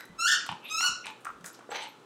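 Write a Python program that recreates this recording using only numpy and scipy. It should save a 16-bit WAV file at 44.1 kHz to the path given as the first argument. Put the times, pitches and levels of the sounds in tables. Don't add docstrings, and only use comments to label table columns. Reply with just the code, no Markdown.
import sys
import numpy as np
from scipy import signal
from scipy.fft import rfft, irfft
from scipy.io import wavfile

SR = 44100
rng = np.random.default_rng(int(sys.argv[2]) if len(sys.argv) > 2 else 0)


def int16_out(signal):
    q = np.round(np.clip(np.atleast_2d(signal).T, -1, 1) * 32767)
    wavfile.write(sys.argv[1], SR, q.astype(np.int16))


N = 90404

# (time [s], pitch [Hz], level [dB], roughness [ratio, capped at 1])
DYING_SQUEAK = [(0, 1964, -43.5, .5), (.012, 2018, -55, 0.55), (.028, 1989, -61, .3),
                (.042, 1987, -70, 0.23), (.052, 2000, -79, .4)]
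HARD_SQUEAK = [(.18, 1316, -54, 0.1), (.192, 1313, -31, 0.1), (.207, 1354, -27.5, 0.2),
               (.24, 1395, -28, 0.3), (.258, 1458, -24.5, 0.54), (.272, 1546, -23.5, 0.52),
               (.284, 1774, -22.5, 0.77), (.302, 1801, -26.5, 0.65), (.316, 1796, -24.5, 0.97),
               (.324, 1484, -16.5, 1.23), (.336, 1358, -36, 1.2)]
SOFT_SQUEAK = [(.697, 1238, -40, 0.22), (.717, 1266, -31.5, 0.26), (.755, 1313, -33.5, 0.13),
               (.78, 1333, -28.5, 0.27), (.792, 1360, -28.5, 0.2), (.826, 1445, -27, 0.27),
               (.855, 1476, -27, .35), (.864, 1427, -24.5, 1), (.876, 1284, -31.5, 1)]
# (frequency [Hz], gain [dB])
DYING_RESPONSE = [(2000, 2), (4000, -3), (6000, -13), (8000, -14), (10000, -43), (15000, -33)]
HARD_RESPONSE = [(1300, 1), (1800, -2), (2750, -3), (4100, -6), (5500, -3), (6900, -6), (8300, -12),
                 (10500, -23.5), (15000, -25.5)]
SOFT_RESPONSE = [(1300, -0.5), (2700, 0), (4000, -3.5), (5300, 1.5), (6600, -1.5), (8000, -10),
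                 (10500, -20.5), (15000, -22.5)]
# (time [s], level [dB], resonance [Hz], bandwidth [Hz], decay [s], tick relative to ring [dB])
CLICKS = [(.001, -44.5, 1620, 390, 0.0043, -11.5), (.008, -39.5, 1800, 905, 0.001, -3.5),
          (.038, -69, 1350, 910, 0.001, -22), (.054, -53, 10500, 6000, 0.0025, -5),
          (.409, -34.5, 2040, 900, 0.00067, -29), (.464, -52, 11000, 7000, 0.0045, 11.5),
          (0.4901, -25.5, 1052, 486, .0012, -35), (0.4898, -34.5, 2880, 1110, 0.0086, -30),
          (.516, -37.5, 867, 304, 0.0027, -10), (0.808, -28, 1540, 1190, 0.001, -9),
          (.845, -41, 1080, 313, 0.036, -26), (1.057, -41, 930, 293, 0.0029, 0),
          (1.067, -35, 3020, 1810, 0.003, -3.5), (1.071, -53, 1050, 385, 0.0014, -31),
          (1.248, -44, 7530, 1980, 0.0023, -3), (1.251, -53.5, 14050, 2140, 0.002, 4),
          (1.254, -35.5, 1460, 755, 0.0021, -12), (1.41, -62.5, 6610, 4900, 0.0028, 6),
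          (1.268, -34.5, 1400, 680, 0.0023, -32), (1.443, -42, 1570, 590, 0.0047, -1.5),
          (1.444, -58, 14000, 1800, 0.0027, 4), (1.461, -35.5, 6800, 6000, 0.0012, -13),
          (1.591, -50, 1000, 1220, 0.0049, -7), (1.607, -50, 1360, 500, 0.0037, -30),
          (1.691, -43, 604, 453, 0.006, -23)]
# (frequency [Hz], gain [dB])
TICK_SPECTRUM = [(200, -10), (1500, 3.5), (4000, -5.5), (8500, -3.5), (12000, -17.5), (16000, -47)]
# (time [s], duration [s], level [dB], start pitch [Hz], end pitch [Hz])
MOUTH_POPS = [(1.253, 0.0042, -28.5, 1290, 1170), (1.264, 0.0145, -28.5, 1067, 1480),
              (1.298, 0.0068, -54, 1244, 1290), (1.69, 0.013, -36, 410, 507), (1.712, .02, -32, 730, 890),
              (1.828, 0.015, -36, 880, 908)]
REED_WHISTLES = [(0, .014, -51.5, 12600, 12600), (0.639, 0.028, -53, 11620, 11500),
                 (1.1, .015, -62, 12600, 12750), (1.527, 0.0096, -52, 11800, 11200),
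                 (1.292, 0.027, -66, 15000, 15150), (1.875, 0.038, -60, 12700, 12700)]
# (time [s], rise [s], fall [s], level [dB], throat resonance [Hz], nasal resonance [Hz])
SNUFFLES = [(1.04, 0.036, 0.019, -43.5, 861, 2420), (1.703, 0.014, 0.077, -37, 780, 1360),
            (1.735, 0.026, 0.052, -35, 790, 2250), (1.795, 0.019, 0.074, -38.5, 880, 2600)]
# (frequency [Hz], gain [dB])
NOSE_RESPONSE = [(150, -24), (450, -2), (1500, -18), (3000, -17), (4200, -4.5), (5200, -27), (6200, -7.5),
                 (7000, -30), (8200, -33), (10000, -35), (12500, -38), (15000, -46)]
# (time [s], rise [s], fall [s], level [dB], centre [Hz], bandwidth [Hz])
HISSES = [(0.621, 0.038, 0.069, -44.5, 2620, 487), (0.636, 0.047, 0.033, -45, 3620, 286),
          (0.674, 0.015, 0.024, -56, 10600, 4500), (.84, .012, 0.014, -44, 11000, 6000),
          (1.038, 0.013, 0.0074, -38.5, 2430, 400), (1.055, 0.028, 0.026, -43.5, 920, 200),
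          (1.11, 0.0071, 0.0055, -44, 2480, 300), (1.202, 0.0067, 0.032, -65, 8800, 4000),
          (1.448, 0.011, 0.049, -44.5, 7850, 4470), (1.452, 0.014, 0.023, -46, 1340, 405),
          (1.53, 0.017, 0.02, -52, 5100, 2900), (1.7, 0.009, .012, -46, 7700, 300),
          (1.746, 0.013, 0.0055, -43.5, 6000, 218), (1.812, 0.024, 0.013, -50.5, 7940, 1200),
          (1.705, .012, .03, -68, 12700, 900)]
CUSHION_THUDS = [(0.096, 0.0033, 0.018, -47, 158, 68.4), (0.101, .02, 0.18, -69, 45.3, 25),
                 (0.491, 0.011, 0.039, -42, 153, 54), (0.893, 0.011, 0.03, -56, 44.4, 25),
                 (0.882, 0.013, 0.026, -51, 157, 80), (1.269, 0.018, 0.15, -67, 45.4, 25),
                 (1.4, 0.011, 0.054, -54, 167, 73)]
# (delay [s], gain [dB])
ECHOES = [(.0042, -14.5), (0.0178, -18.5), (0.0233, -4.5), (0.034, -5)]
# (frequency [Hz], time to fall by 60 dB [s])
ROOM_T60 = [(150, 0.1), (600, 0.45), (1500, 0.44), (4000, 0.42), (8000, 0.3), (15000, 0.08)]
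# (frequency [Hz], relative spectral density [dB])
AIR_SPECTRUM = [(15, -61), (25, -29), (64, -65), (107, -4.5), (221, 6.5), (457, 6.5), (722, -0.5),
                (1240, 3), (1950, -8.5), (3830, -11), (4500, -15.5), (7910, -18.5), (15500, -32.5)]


def squeak(curve, response, jitter=0.022, shimmer=0.32, brightening=0.11, rasp_db=-19):
    times, hz, db, roughness = np.transpose(curve)
    t = np.arange(times[0], times[-1], 1 / SR)
    rough = np.clip(np.interp(t, times, roughness), 0, 1)
    pitch = np.interp(t, times, hz) * (1 + jitter * rough * wander(hz=600, size=len(t)))
    phase = 2 * np.pi * np.cumsum(pitch) / SR
    level = np.interp(t, times, db)
    slack_db = level - level.max()
    reed = np.zeros(len(t))
    for k in range(1, 13):
        harmonic_db = read(response, k * pitch) + brightening * slack_db * np.log(k)
        reed += amp(harmonic_db) * (k * pitch < SR / 2) * np.sin(k * phase)
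    air = noise(lambda f: amp(read(response, f)) * np.minimum(f / 4500, 1) ** 2, len(t))
    shake = 1 + shimmer * rough * wander(hz=154, size=len(t))
    return times[0], amp(level) * (unit(reed) * shake + amp(rasp_db) * rough * air)


def jaw_click(start, db, hz, width, decay, tick_db):
    t = np.arange(0, 5 * decay + 2 / width, 1 / SR)
    fade = np.exp(-t / decay)
    edges = np.clip([hz - width / 2, hz + width / 2], 50, SR / 2 - 500)
    cavity = signal.butter(2, edges, "bandpass", fs=SR, output="sos")
    ring = signal.sosfilt(cavity, fade * noise(np.ones_like, len(t)))
    tick = fade * noise(lambda f: amp(read(TICK_SPECTRUM, f)), len(t))
    return start, amp(db) * (unit(ring) + amp(tick_db) * unit(tick)) / 2


def pop_or_whistle(start, duration, db, start_hz, end_hz, waver=0.008):
    progress = np.arange(0, duration, 1 / SR) / duration
    glide = start_hz + (end_hz - start_hz) * progress
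    pitch = glide * (1 + waver * wander(hz=300, size=len(progress)))
    phase = 2 * np.pi * np.cumsum(pitch) / SR
    return start, amp(db) * np.sin(np.pi * progress) * np.sin(phase)


def snuffle(start, rise, fall, db, throat_hz, nasal_hz, flutter=0.4, crackles_per_s=290):
    air = rng.standard_normal(N) * np.exp(flutter * wander(hz=220, size=N))
    crackle = rng.uniform(-0.93, 1, N) * (rng.random(N) < crackles_per_s / SR)
    source = unit(air) + amp(-5) * unit(crackle)
    f = np.fft.rfftfreq(N, 1 / SR)
    throat = amp(6.5) * resonance(f, throat_hz, width=122)
    nasal = amp(4.5) * resonance(f, nasal_hz, width=1050)
    tract = amp(read(NOSE_RESPONSE, f)) + throat + nasal
    envelope = swell(rise, fall)
    breath = irfft(rfft(source) * tract, N)[:len(envelope)]
    return start, amp(db) * envelope * unit(breath)


def hiss_or_thud(start, rise, fall, db, hz, width):
    envelope = swell(rise, fall)
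    return start, amp(db) * envelope * noise(lambda f: resonance(f, hz, width), len(envelope))


def room(sound, tail_db, build_up_s=0.002, echo_cutoff_hz=2500):
    hz, t, spectra = signal.stft(rng.standard_normal(SR), SR, nperseg=256)
    decay = amp(-60 * t / read(ROOM_T60, hz)[:, None])
    tail = signal.istft(spectra * decay, SR, nperseg=256)[1][:SR]
    tail *= np.minimum(np.arange(SR) / SR / build_up_s, 1) ** 2
    response = amp(tail_db) * tail / np.linalg.norm(tail)
    response[0] += 1
    smear = np.exp(-2 * np.pi * echo_cutoff_hz * np.arange(64) / SR)
    for delay, db in ECHOES:
        add(response, delay, amp(db) * smear / smear.sum())
    return signal.fftconvolve(sound, response)[:N] / np.linalg.norm(response)


def background(air_db=-56, hum_hz=122.6, hum_db=-74):
    air = noise(lambda f: amp(read(AIR_SPECTRUM, f)), N)
    hum = np.sqrt(2) * np.sin(2 * np.pi * hum_hz * np.arange(N) / SR)
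    return amp(air_db) * air + amp(hum_db) * hum


def amp(db):
    return 10 ** (np.asarray(db) / 20)


def unit(x):
    return x / np.sqrt(np.mean(x ** 2) + 1e-20)


def read(points, hz):
    f, value = np.transpose(points)
    return np.interp(np.log(hz + 1), np.log(f + 1), value)


def add(mix, start, sound):
    part = mix[max(round(start * SR), 0):][:len(sound)]
    part += sound[:len(part)]


def noise(gain, size):
    white = rfft(rng.standard_normal(N))
    return unit(irfft(white * gain(np.fft.rfftfreq(N, 1 / SR)), N)[:size])


def resonance(f, hz, width):
    detuning = (f * f - hz * hz) / (np.maximum(f, 1) * width * np.sqrt(2))
    return 1 / (1 + detuning ** 2)


def wander(hz, size):
    return noise(lambda f: 1 / (1 + (f / hz) ** 4), size)


def swell(rise, fall):
    t = np.arange(0, rise + fall, 1 / SR)
    return np.interp(t, [0, rise, rise + fall], [0, 1, 0])


def scene():
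    toy, chewing = np.zeros(N), np.zeros(N)
    add(toy, *squeak(HARD_SQUEAK, HARD_RESPONSE))
    add(toy, *squeak(SOFT_SQUEAK, SOFT_RESPONSE))
    add(toy, *squeak(DYING_SQUEAK, DYING_RESPONSE))
    for source, events in ((jaw_click, CLICKS), (pop_or_whistle, MOUTH_POPS + REED_WHISTLES),
                           (snuffle, SNUFFLES), (hiss_or_thud, HISSES + CUSHION_THUDS)):
        for event in events:
            add(chewing, *source(*event))
    toy = amp(-1.0) * room(toy, tail_db=3.5)
    chewing = amp(-0.5) * room(chewing, tail_db=-7.5)
    return (toy + chewing + background())[None]


def record(dry):
    lowpass = signal.firwin(511, cutoff=15900, window=("kaiser", 9), fs=SR)
    return signal.oaconvolve(dry, lowpass[None], "same")


dry = scene()
out = record(dry)
int16_out(out)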